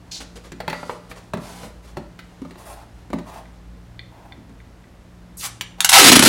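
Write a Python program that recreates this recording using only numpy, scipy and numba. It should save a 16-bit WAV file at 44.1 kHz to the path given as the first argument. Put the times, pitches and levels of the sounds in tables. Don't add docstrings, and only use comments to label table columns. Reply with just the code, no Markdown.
import sys
import numpy as np
from scipy import signal
from scipy.fft import rfft, irfft
from scipy.io import wavfile
from numba import njit

SR = 44100
rng = np.random.default_rng(int(sys.argv[2]) if len(sys.argv) > 2 else 0)


def wrap_up_sound(samples):
    columns = np.atleast_2d(samples).T
    tamed = np.clip(columns, -1, 1)
    steps = np.round(tamed * 32767).astype(np.int16)
    wavfile.write(sys.argv[1], SR, steps)


N = 276948
T = np.arange(N) / SR

# (time [s], length [s], level [dB])
GLUE_SLIPS = [(5.8054, 0.0007, -1.5), (5.846, 0.0024, -3), (5.891, 0.0055, -3), (5.905, 0.0022, -9),
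              (5.917, 0.0041, -7), (5.9271, .174, -7), (6.117, .016, -3.5), (6.154, .015, -5),
              (6.192, 0.00606, -6.5), (6.223, 0.0182, -9), (6.25, .03, -9)]
# (frequency [Hz], width [Hz], level [dB])
ROLL_MODES = [(2000, 200, -29), (3800, 110, -10), (6560, 620, -16), (7750, 400, -8.5)]
# (frequency [Hz], width [Hz],
# level [dB])
TWANG_MODES = [(136, 22, -4.5), (202, 41, -5), (250, 39, 2.5), (294, 23, 0.5)]
# (time [s], length [s], hiss [dB], hollow casing tone [dB], sheen [dB])
FINGER_STROKES = [(0.2, .02, -34.5, -43, -68), (0.354, 0.018, -40.5, -63, -71),
                  (0.434, 0.04, -47.5, -52, -72), (0.657, 0.29, -47, -65, -65),
                  (1.093, 0.022, -46, -53, -53), (1.154, 0.031, -46, -43, -68),
                  (1.375, 0.28, -44, -48.5, -54), (1.818, .09, -53.5, -58, -64),
                  (1.965, 0.014, -56, -39.5, -72), (2.566, 0.074, -52.5, -48.5, -56.5),
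                  (2.646, 0.09, -48, -41.5, -48.5), (2.748, .08, -55, -47, -64),
                  (3.245, .14, -51, -41, -59.5), (4.08, 0.24, -74, -51.5, -85),
                  (5.778, 0.035, -54, -43, -73)]
# (time
# [s], clack [dB], weight [dB], hardness [dB])
CASING_KNOCKS = [(0.519, -41.5, 7, 2), (0.603, -26.5, -21, -6.5), (0.679, -20, -15, -8),
                 (0.699, -38.5, 2.5, 8), (0.728, -21.5, -28, -10), (0.83, -24.5, -39, -21),
                 (0.895, -21, -38, -14), (1.114, -37.5, -16, -1), (1.335, -21.5, -5.5, -10),
                 (1.372, -33.5, 1, -10), (1.633, -34, -6.5, -8.5), (1.97, -26, -2.5, -13),
                 (2.19, -44, -17, 6), (2.417, -42, 8, -9.5), (2.449, -35, -7, -17), (2.509, -45, -2, -1),
                 (2.555, -42, -6, -10), (3.102, -38, 1, -10), (3.131, -26.5, 2, -9.5),
                 (3.186, -39.5, 2, -3), (4.372, -58.5, 20, -10), (4.494, -59, 15, -3)]
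# (time [s], level [dB], brightness [dB/octave])
FRAME_TAPS = [(3.455, -40.5, -9), (3.9927, -31, 4), (4.322, -34.5, -1), (4.602, -38, -8.5),
              (4.84, -44, -11)]

# (frequency [Hz], level [dB], t60 [s])
PANEL_MODES = [(445, -1, 0.02), (488, 6, 0.032), (601, 4, 0.068), (680, 8.5, 0.015), (795, 13, 0.01),
               (890, 17, 0.011), (1032, -10.5, 0.12), (1186, 5.5, 0.026), (1347, -1, 0.041),
               (1560, -4, 0.013)]
SASH_MODES = [(125, -19, .11), (160.5, -7, 0.19), (175, -4.5, 0.12), (219, -5, 0.12), (269, -3, 0.073),
              (309, -2, 0.06), (368, -2, 0.066)]
FRAME_MODES = [(1290, -43, 0.71), (1393, -44, 0.9), (1580, -51, 0.36), (1960, -38, 0.72), (2140, -41, 0.34),
               (4630, -49, 0.64), (4710, -48, 0.68), (4760, -48, 0.63)]
TAP_MODES = [(1576, -11, 0.049), (1987, -2.5, 0.045), (2120, -6.5, 0.042), (2395, -5, 0.026),
             (3070, -7, 0.013), (3550, -2.5, 0.032), (4230, -6.5, 0.02), (4570, -9, 0.012)]

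# (frequency [Hz], relative level [dB])
RIP_EQ = [(100, 5.5), (300, 0.5), (800, 1), (1800, 4.5), (4000, 6.5), (7000, 2), (10500, 2.5), (13000, -6),
          (16000, -10)]
PEEL_EQ = [(200, -6), (800, 5), (2000, -1.5), (4000, 0), (8000, 0.5), (11000, -1), (16000, -12)]
SNAP_EQ = [(200, -13), (600, -9.5), (1200, -8), (2200, 1.5), (4000, -4.5), (7000, -10.5), (12000, -20.5),
           (16000, -19)]
HOLLOW_EQ = [(200, -14.5), (500, -10), (680, -0.5), (820, -0.5), (1060, -4), (1380, -12.5), (2200, -18),
             (4000, -29), (9000, -34.5)]
HISS_EQ = [(200, 3), (450, 8.5), (900, 1), (2000, -0.5), (4000, -2), (6000, -4.5), (10000, -10),
           (13000, -20.5), (16000, -26)]
SKID_EQ = [(500, -32), (1800, -16), (3000, -7), (4200, 3.5), (6800, -4.5), (9000, -14.5), (15000, -30)]
TICK_EQ = [(700, -18), (1400, 1.5), (2100, 4.5), (3000, -4), (4200, -2), (6000, -21), (12000, -22)]
CRACKLE_EQ = [(2500, -31), (5500, 14), (8000, 9.5), (11000, 2.5), (16000, -39)]
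AIR_EQ = [(15, -63), (25, -10), (59, -5.5), (123, -14.5), (144, -18.5), (179, -16.5), (333, -17.5),
          (403, -23.5), (449, -22.5), (812, -26), (1360, -30), (2030, -32.5), (2260, -35), (3490, -38),
          (15800, -49)]

# (frequency [Hz], rms level [dB])
HUM_PARTIALS = [(55.5, -49), (115, -54), (176.8, -52.5)]

# (time [s], first pitch [Hz], last pitch [Hz], fall [octaves/s])
RIP_DIVE = (5.968, 810, 246, 24.7)
PEEL_DIVE = (5.382, 8400, 970, 55)


def rip():
    loose_s, loosen_s, thin_db, full_db = 5.93, 0.053, -26, 5
    slipping = sum(amp(db) * gesture(s, length, release_s=0.006) for s, length, db in GLUE_SLIPS)
    creeping = sum(amp(db - 18) * gesture(s, length, release_s=0.1) for s, length, db in GLUE_SLIPS)
    threads = grains(18000, spread_db=1.5) * amp(2 * drift(450) + 1.13 * drift(90))
    snaps = colour(slipping * threads + creeping * grains(1500, spread_db=7), RIP_EQ)
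    roll = resonances(snaps, ROLL_MODES)
    thin = signal.sosfilt(signal.butter(1, 3000, "high", fs=SR, output="sos"), snaps)
    body = amp(np.interp(T, [loose_s - loosen_s, loose_s], [thin_db, full_db])) * (snaps - thin)
    return amp(-2.5) * strip(thin + body + roll, RIP_DIVE, damping=0.3, leak_db=-14)


def strip(snaps, dive, damping, leak_db):
    start, first_hz, last_hz, octaves_per_s = dive
    falling_hz = first_hz * 2 ** (-octaves_per_s * np.maximum(T - start, 0))
    return membrane(snaps, np.maximum(falling_hz, last_hz), damping) + amp(leak_db) * snaps


@njit
def membrane(x, hz, damping):
    out, band, low = np.zeros(len(x)), 0.0, 0.0
    for i in range(len(x)):
        g = np.tan(np.pi * hz[i] / SR)
        high = (x[i] - (damping + g) * band - low) / (1 + g * (damping + g))
        low += 2 * g * (g * high + band)
        band += 2 * g * high
        out[i] = high
    return out


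def twang():
    snags_per_s = 110
    start, first_hz, last_hz, octaves_per_s = RIP_DIVE
    stretched = T > start + np.log2(first_hz / last_hz) / octaves_per_s
    slipping = sum((T >= s) & (T < s + length) for s, length, _ in GLUE_SLIPS)
    snags = slipping * (rng.random(N) < snags_per_s / SR)
    grips = clicks_at([s + length for s, length, _ in GLUE_SLIPS], 1) + amp(-4) * snags
    return amp(32.5) * resonances(grips * stretched, TWANG_MODES)


def peel():
    pull = gesture(start=5.369, length=0.093, attack_s=0.0018, release_s=0.075, slope_db_per_s=128)
    threads = colour(amp(-37) * pull * grains(5000, spread_db=3), PEEL_EQ)
    return strip(threads, PEEL_DIVE, damping=0.93, leak_db=-30)


def snap():
    return colour(grains(20000, spread_db=5.5) * bursts([5.6103], db=-14, t60=0.02), SNAP_EQ)


def rubbing():
    brushing = amp(2.5 * drift(12)) * (T < 3.58)
    hollow_power, hiss_power, sheen_power = (amp(-62.5) * brushing) ** 2, (amp(-63) * brushing) ** 2, 0
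    for s, length, hiss_db, hollow_db, sheen_db in FINGER_STROKES:
        pressure = gesture(s, length, attack_s=0.25 * length, release_s=0.08 + 0.61 * length)
        hollow_power += (amp(hollow_db) * pressure) ** 2
        hiss_power += (amp(hiss_db) * pressure) ** 2
        sheen_power += (amp(sheen_db) * pressure) ** 2
    catching = amp(0.99 * drift(70))
    hollow = colour(np.sqrt(hollow_power) * catching * grains(4000, spread_db=1.5), HOLLOW_EQ)
    hiss = colour(np.sqrt(hiss_power) * catching * grains(9000, spread_db=2.5), HISS_EQ)
    high_noise = rms_one(bandpass(rng.standard_normal(N), hz=9900, width_hz=4000))
    sheen = np.sqrt(sheen_power) * catching * high_noise
    return amp(0.5) * (hollow + hiss) + sheen


def nail_skid():
    bite = gesture(start=0.1117, length=0.068, attack_s=0.0045, release_s=0.14, slope_db_per_s=-85)
    return colour(amp(-30.5) * bite * grains(8000, spread_db=3.5), SKID_EQ)


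def knocks():
    times, clack_db, weight_db, hardness_db = np.transpose(CASING_KNOCKS)
    thud_db, tick_db = clack_db + weight_db, clack_db + hardness_db
    crackle_db = tick_db + 0.45 * weight_db
    clack = struck(times, clack_db, PANEL_MODES, contact_t60=0.028)
    thud = struck(times, thud_db, SASH_MODES, contact_t60=0.062)
    tick = colour(grains(9000, spread_db=2) * bursts(times, tick_db, t60=0.067), TICK_EQ)
    crackle = colour(grains(5000, spread_db=1.5) * bursts(times, crackle_db, t60=0.033), CRACKLE_EQ)
    return amp(-8) * clack + amp(4.5) * thud + amp(3.5) * tick + amp(-3.5) * crackle


def frame_ring():
    knock = clicks_at(times=[0.729], sizes=1)
    return sum(amp(db) * ring(knock, hz, t60) for hz, db, t60 in FRAME_MODES)


def frame_taps():
    times, tap_db, db_per_octave = np.transpose(FRAME_TAPS)
    lowest_hz = TAP_MODES[0][0]
    pings = np.zeros(N)
    for hz, mode_db, t60 in TAP_MODES:
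        tilt_db = db_per_octave * np.log2(hz / lowest_hz)
        taps = clicks_at(times, amp(tap_db + mode_db + tilt_db))
        pings += rng.choice([-1, 1]) * ring(taps, hz, t60)
    return pings


def room(x, near_db, near_t60, tail_t60, tail_db=-10.5):
    near_eq = [(150, 0), (700, -1.5), (16000, 2)]
    tail_eq = [(200, 3), (2000, 0), (6000, -1.5), (10000, -4.5), (16000, -26)]
    crossfade = np.cos(9 * T), np.sin(9 * T)
    near = sum(share * echoes(x, near_t60, near_eq, predelay_s=0.001) for share in crossfade)
    tail = echoes(x, tail_t60, tail_eq, predelay_s=0.0065)
    total_power = 1 + amp(near_db) ** 2 + amp(tail_db) ** 2
    return (x + amp(near_db) * near + amp(tail_db) * tail) / np.sqrt(total_power)


def appliance_hum():
    hum = np.zeros(N)
    for hz, db in HUM_PARTIALS:
        peak = np.sqrt(2) * amp(db + 2.86 * drift(3.774))
        hum += peak * np.sin(2 * np.pi * hz * T + 0.6 * drift(1.53))
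    return hum


def room_air():
    noise = colour(rng.standard_normal(N), AIR_EQ)
    return amp(-47) * rms_one(signal.sosfilt(signal.butter(1, 11000, fs=SR, output="sos"), noise))


def amp(db):
    return 10 ** (np.asarray(db) / 20)


def rms_one(x):
    return x / np.sqrt(np.mean(x ** 2) + 1e-20)


def drift(per_s):
    return rms_one(np.interp(T * per_s, np.arange(8000), rng.standard_normal(8000)))


def gesture(start, length, release_s, attack_s=1 / SR, slope_db_per_s=0):
    t = np.maximum(T - start, 0)
    attack = np.minimum(t / attack_s, 1)
    hold = amp(slope_db_per_s * np.minimum(t, length))
    release = amp(-60 * np.clip((t - length) / release_s, 0, 2))
    return attack * hold * release


def clicks_at(times, sizes):
    out = np.zeros(N)
    out[np.minimum(np.round(np.asarray(times) * SR).astype(int), N - 1)] = sizes
    return out


def bursts(times, db, t60):
    return signal.lfilter([1], [1, -amp(-60 / (t60 * SR))], clicks_at(times, amp(db)) + 1e-18)


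def grains(per_s, spread_db):
    sizes = amp(spread_db * np.minimum(rng.exponential(1, N), 4)) * rng.choice([-1, 1], N)
    return rms_one(sizes * (rng.random(N) < per_s / SR))


def ring(clicks, hz, t60):
    r, w = amp(-60 / (t60 * SR)), 2 * np.pi * hz / SR
    return signal.lfilter([0, np.sin(w)], [1, -2 * r * np.cos(w), r * r], clicks + 1e-18)


def struck(times, db, modes, contact_t60):
    unit_energy = np.sqrt(2 * np.log(1000) / (contact_t60 * SR))
    push = unit_energy * bursts(times, db, contact_t60)
    return sum(amp(level) * ring(push * rng.standard_normal(N), hz, t60) for hz, level, t60 in modes)


def bandpass(x, hz, width_hz):
    r, w = np.exp(-np.pi * width_hz / SR), 2 * np.pi * hz / SR
    return (1 - r * r) / 2 * signal.lfilter([1, 0, -1], [1, -2 * r * np.cos(w), r * r], x + 1e-18)


def resonances(x, modes):
    return sum(amp(db) * bandpass(x, hz, width_hz) for hz, width_hz, db in modes)


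def colour(x, eq):
    size = 4096
    hz, db = np.transpose(eq)
    grid_hz = np.maximum(np.arange(size // 2 + 1) * SR / size, 1)
    gains = rms_one(amp(np.interp(np.log(grid_hz), np.log(hz), db)))
    cepstrum = irfft(np.log(gains))
    cepstrum[1:size // 2] *= 2
    cepstrum[size // 2 + 1:] = 0
    impulse = irfft(np.exp(rfft(cepstrum)))
    return signal.fftconvolve(x, impulse)[:len(x)]


def echoes(x, t60, eq, predelay_s):
    t = T[:SR // 2]
    train = colour(rng.standard_normal(len(t)) * amp(-60 * t / t60) * (t > predelay_s), eq)
    return signal.fftconvolve(x, train / np.linalg.norm(train))[:N]


def scene():
    tape = rip() + peel() + snap()
    hands = rubbing() + nail_skid() + knocks() + frame_ring() + frame_taps()
    tape = room(tape, near_db=-2.5, near_t60=0.067, tail_t60=0.4)
    hands = room(hands, near_db=-6, near_t60=0.024, tail_t60=0.41)
    return (tape + twang() + hands + appliance_hum() + room_air())[None]


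def record(dry):
    clipped = np.clip(dry, -0.93, 0.93)
    lean = signal.sosfilt(signal.butter(2, 38, "high", fs=SR, output="sos"), clipped)
    return signal.sosfilt(signal.ellip(12, 0.1, 80, 15900, fs=SR, output="sos"), lean)


dry = scene()
out = record(dry)
wrap_up_sound(out)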